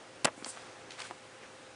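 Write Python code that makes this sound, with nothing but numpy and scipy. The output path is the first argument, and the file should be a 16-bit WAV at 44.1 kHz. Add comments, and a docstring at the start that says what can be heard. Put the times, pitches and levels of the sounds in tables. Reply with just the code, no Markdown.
"""A cat in a plastic cone walks out of its carrier across the carpet of a quiet room.
A quarter second in, the cone catches and snaps free with one sharp, clattering knock.
Dull bumps of cone and paws follow, with light taps and scrapes. Around one second the cat
brushes past paper in crisp ticks, the rim taps something hollow, and a last soft scrape fades.
Under it all lie the hush of the room and a faint steady hum."""
import sys
import numpy as np
from scipy import signal
from scipy.io import wavfile
from scipy.ndimage import uniform_filter1d

SR = 44100
rng = np.random.default_rng(int(sys.argv[2]) if len(sys.argv) > 2 else 0)


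def wav_record(signal):
    """Record a signal, one row per channel, as 16-bit PCM in the file named by sys.argv[1]."""
    frames = np.transpose(np.atleast_2d(signal))
    bounded = np.clip(frames, -1, 1)
    # unit amplitude maps onto the largest positive 16-bit level
    quanta = np.round(bounded * 32767).astype(np.int16)
    wavfile.write(sys.argv[1], SR, quanta)


N = 77175


def snap(ring_db, crack_db, thump_db, thump_hz=278):
    """Stiff plastic catches and snaps free: a bright crack, the ring of the cone and a low push."""
    # The crack's EQ curve. Each row: frequency in Hz, gain in dB.
    crack_eq = [(200, -13), (1000, 0), (3000, -4), (3600, -5), (4800, -1), (6200, -9), (7100, -4),
                (7600, 7), (8200, -7), (8600, 0), (9200, -4), (10000, 3)]
    t = np.arange(6000) / SR
    crack = colour(burst(t, t60=.0095, grit_db=-5), lambda hz: amp(curve(crack_eq, hz)))
    thump = np.sin(2 * np.pi * thump_hz * t) * decay(t, t60=.014)
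    return amp(ring_db) * cone_ring(t) + amp(crack_db) * unit_peak(crack) + amp(thump_db) * thump


def cone_ring(t):
    """The struck cone rings briefly in modes of alternating polarity."""
    # The cone's modes. Each row: frequency in Hz, relative level in dB, T60 in seconds.
    modes = [(312, -11, .065), (480, -3, .07), (658, 7, .032), (840, -3, .022), (1004, -13, .028),
             (1125, -6, .011), (1353, -1, .021), (1630, -1, .024), (1925, -8, .021), (2625, -7, .011),
             (2826, -1, .021), (3055, -6, .013), (4153, -9, .012), (5002, -4, .013)]
    return unit_peak(sum((-1) ** k * amp(db) * decay(t, t60) * np.sin(2 * np.pi * hz * t)
                         for k, (hz, db, t60) in enumerate(modes)))


def burst(t, t60, grit_db):
    """A click with a gritty tail of tiny slips."""
    return (t == 0) + amp(grit_db) * rng.choice([-1., 1.], len(t)) * decay(t, t60)


def bump(db, centre_hz, octaves, flutter_db=-28, ring_db=-24.5, soft_hz=3600):
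    """A soft blow with a short flutter after it; it barely rings the cone."""
    t = np.arange(6000) / SR
    flutter = amp(flutter_db) * rng.standard_normal(len(t)) * decay(t, t60=.04)
    body = resonance(centre_hz, octaves)
    blow = colour((t == 0) + flutter, lambda hz: body(hz) / (1 + (hz / soft_hz) ** 4))
    return amp(db) * (unit_peak(blow) + amp(ring_db) * cone_ring(t))


def tap(db, soft_hz=3000):
    """A light, cushioned blow of the rim sets something hollow ringing."""
    # The hollow body's modes. Each row: frequency in Hz, relative level in dB, T60 in seconds.
    modes = [(345, -12, .06), (730, -7, .04), (850, 0, .016), (975, -6, .035), (1210, -14, .08),
             (1750, -12, .025)]
    t = np.arange(6000) / SR
    ring = sum(amp(mode_db) * decay(t, t60) * np.cos(2 * np.pi * hz * t) for hz, mode_db, t60 in modes)
    cushioned = colour(ring, lambda hz: 1 / np.sqrt(1 + (hz / soft_hz) ** 2))
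    return amp(db) * unit_peak(cushioned)


def tick(db, centre_hz, octaves):
    """Paper or plastic gives a small, dry crackle."""
    crackle = burst(np.arange(3000) / SR, t60=.0155, grit_db=-8.5)
    return amp(db) * unit_peak(colour(crackle, resonance(centre_hz, octaves)))


def scrape(rise, fade, db, centre_hz, octaves, slips_per_s=3500, spread_db=3.8, smooth_share=.35):
    """Dense tiny slips and smooth friction swell and die away in one stroke."""
    t = np.arange(SR) / SR
    slips = (rng.random(SR) < slips_per_s / SR) * rng.choice([-1, 1], SR)
    slips = slips * amp(spread_db * np.minimum(rng.exponential(1, SR), 4))  # a few stick out
    smooth = rng.standard_normal(SR)
    friction = np.sqrt(1 - smooth_share) * unit_rms(slips) + np.sqrt(smooth_share) * smooth
    stroke = np.minimum(t / rise, 1) * amp(-20 * np.maximum(t - rise, 0) / fade)
    return amp(db) * stroke * unit_rms(colour(friction, resonance(centre_hz, octaves)))


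def room(x, wet_db=-21.5, dull_hz=2500):
    """Sparse reflections blend into a short, dull tail."""
    # The room's decay. Each row: frequency in Hz, T60 in seconds.
    decay_times = [(150, 0.316), (700, 0.195), (2500, 0.062), (8000, 0.094)]
    reflections = np.zeros(SR // 2)
    slot = 22  # samples; one reflection lands somewhere in each slot
    starts = np.arange(10 * slot, len(reflections) - slot, slot)
    reflections[starts + rng.integers(0, slot, len(starts))] = rng.choice([-1., 1.], len(starts))
    hz, t, bands = signal.stft(reflections, SR, nperseg=256)
    tail = signal.istft(bands * decay(t, curve(decay_times, hz)[:, None]), SR, nperseg=256)[1]
    tail = colour(tail / np.linalg.norm(tail), lambda f: 1 / (1 + (f / dull_hz) ** 2))
    return amp(wet_db) * signal.fftconvolve(x, tail)[:N]


def hush(db=-52.5, patch_db=.9636):
    """Room tone: soft air noise with faint drifting patches."""
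    # The air's EQ curve. Each row: frequency in Hz, gain in dB.
    air_eq = [(30, -26), (75, -18), (112, -2), (175, -10), (290, -1.5), (430, -1.5), (700, -4),
              (1100, -6.2), (1700, -7.2), (2800, -11), (4200, -14.5), (6500, -17.3), (9600, -20)]
    hz = np.fft.rfftfreq(1024, 1 / SR)
    real, imag, patches = rng.standard_normal((N // 256 + 5, len(hz), 3)).T
    patches = uniform_filter1d(patches, size=12, axis=0)  # smooth across frequency
    patches = unit_rms(uniform_filter1d(patches, size=14, axis=1))  # then across time
    bands = (real + 1j * imag) * amp(curve(air_eq, hz)[:, None] + patch_db * patches)
    return amp(db) * unit_rms(signal.istft(bands, nperseg=1024, noverlap=768)[1][:N])


def hum(waver_s=.08):
    """Faint tones of even level and slightly wavering pitch, as of a fan."""
    # The hum's tones. Each row: frequency in Hz, level in dB, RMS pitch waver in Hz.
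    tones = [(114.22, -70.5, 1.98), (519.3, -61.5, 1.51), (816.9, -68, 2.008)]
    window = np.hanning(round(waver_s * SR))[None]
    drifts = signal.fftconvolve(rng.standard_normal((len(tones), N)), window, "same", axes=1)
    return sum(amp(db) * unit_rms(np.sin(2 * np.pi * np.cumsum(hz + waver * unit_rms(drift)) / SR))
               for (hz, db, waver), drift in zip(tones, drifts))


def amp(db):
    """Decibels to gain."""
    return 10 ** (np.asarray(db) / 20)


def unit_rms(x):
    """Normalises to an RMS of one."""
    return x / np.sqrt(np.mean(x ** 2) + 1e-20)


def unit_peak(x):
    """Normalises to a peak of one."""
    return x / abs(x).max()


def decay(t, t60):
    """An exponential fade, 60 dB down after t60 seconds."""
    return np.exp(-np.log(1000) * t / t60)


def curve(points, hz):
    """Interpolates breakpoints on a log-frequency axis."""
    point_hz, values = np.transpose(points)
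    return np.interp(np.log(hz + 1), np.log(point_hz + 1), values)


def resonance(centre_hz, octaves):
    """A bell-shaped gain over frequency."""
    return lambda hz: 1 / (1 + (np.log2((hz + 1) / centre_hz) / octaves) ** 2 / 2) ** 2


def colour(x, gain, size=4096):
    """Minimum-phase EQ following gain(hz), so nothing rings ahead of an attack."""
    hz = abs(np.fft.fftfreq(size, 1 / SR))
    log_gain = np.log(np.maximum(gain(hz), 1e-5))
    impulse = np.fft.ifft(np.exp(np.conj(signal.hilbert(log_gain)))).real
    return signal.fftconvolve(x, impulse[:size // 2])[:len(x)]


def scene(low_cut_hz=119.5):
    """The cat's knocks and scrapes over the room tone; light plastic gives off little bass."""
    # The cluster of snaps that makes the knock.
    # Each row: start in seconds, then the levels of ring, crack and thump in dB.
    snaps = [(.24628, -30, -6, -27), (.24704, -27, -6.5, -22), (.24953, -24, -7, -22.5),
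             (.25157, -24, -13, -36), (.25308, -15, -7, -42), (.25414, -13, -16, -29),
             (.25503, -14.5, -13, -31)]
    # Dull bumps of cone and paws.
    # Each row: start in seconds, level in dB, centre in Hz, width in octaves.
    bumps = [(.2567, -18, 1500, .9), (.2625, -35, 2000, 1.0), (.2667, -30, 1900, 1.2),
             (.2725, -23.5, 1700, 1.0), (.2746, -27, 560, .9), (.2807, -23, 1200, 1.1),
             (.2853, -24.5, 780, 1.0), (.378, -37, 270, 1.1), (.4235, -36.5, 290, .65),
             (.425, -36.5, 1200, 1.1), (.4622, -33, 1400, 1.076), (.466, -36.5, 350, .8),
             (.5735, -31, 900, 1.4)]
    # Hollow taps of the cone's rim. Each row: start in seconds, level in dB.
    taps = [(.2809, -26.5), (.2858, -34), (.4619, -36), (1.1104, -26.5)]
    # Crisp ticks of paper and plastic.
    # Each row: start in seconds, level in dB, centre in Hz, width in octaves.
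    ticks = [(.2695, -38, 7500, .4), (.4455, -27.5, 4600, .45), (.446, -35, 1100, 1.0),
             (.9073, -31, 3100, .775), (.9195, -35.5, 3000, 1.09), (.9935, -33, 3000, 1.94),
             (1.0015, -36, 2200, 1.16), (1.0040, -28.5, 1800, 1.7), (1.0170, -33, 3000, 1.12),
             (1.0195, -29.5, 2700, 1.4), (1.0435, -38, 2500, 1.7), (1.052, -38, 1600, 0.45)]
    # Scrapes, rubs and rattles. Each row: start, rise and fade to -20 dB, all in seconds,
    # then level in dB, centre in Hz, width in octaves.
    scrapes = [(.258, .016, .014, -42, 1200, 1.1), (.454, .008, .10, -45.5, 8300, .22),
               (.468, .028, .035, -42.5, 8420, .26), (.47, .028, .04, -49.5, 5600, .35),
               (.459, .005, .06, -48.5, 800, 1.2), (.42, .0496, .4319, -52, 3900, 1.28),
               (.51, .055, .55, -52, 1120, 1.15), (.90, .0243, .09, -50.5, 2770, 1.255),
               (.965, .0483, .0338, -42.5, 1374, 1.67), (1.02, .025, .125, -46.5, 1600, 1.5),
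               (.98, .091, .0573, -53, 8200, .76), (1.40, .0397, .04, -52, 2000, .75),
               (.365, .01, .25, -60, 8000, .5)]
    cat = np.zeros(N)
    for cues, source in ((snaps, snap), (bumps, bump), (taps, tap), (ticks, tick), (scrapes, scrape)):
        for start, *settings in cues:
            at = round(start * SR)
            sound = source(*settings)[:N - at]
            cat[at:at + len(sound)] += sound
    cat = signal.sosfilt(signal.butter(2, low_cut_hz, "high", fs=SR, output="sos"), cat)
    return (cat + room(cat) + hush() + hum())[None]


def record(dry, edge_hz=10130):
    """A steep low-pass takes off the top octave."""
    low_pass = signal.firwin(511, edge_hz, window=("kaiser", 7), fs=SR)
    return signal.oaconvolve(dry, low_pass[None], "same")


dry = scene()
out = record(dry)
wav_record(out)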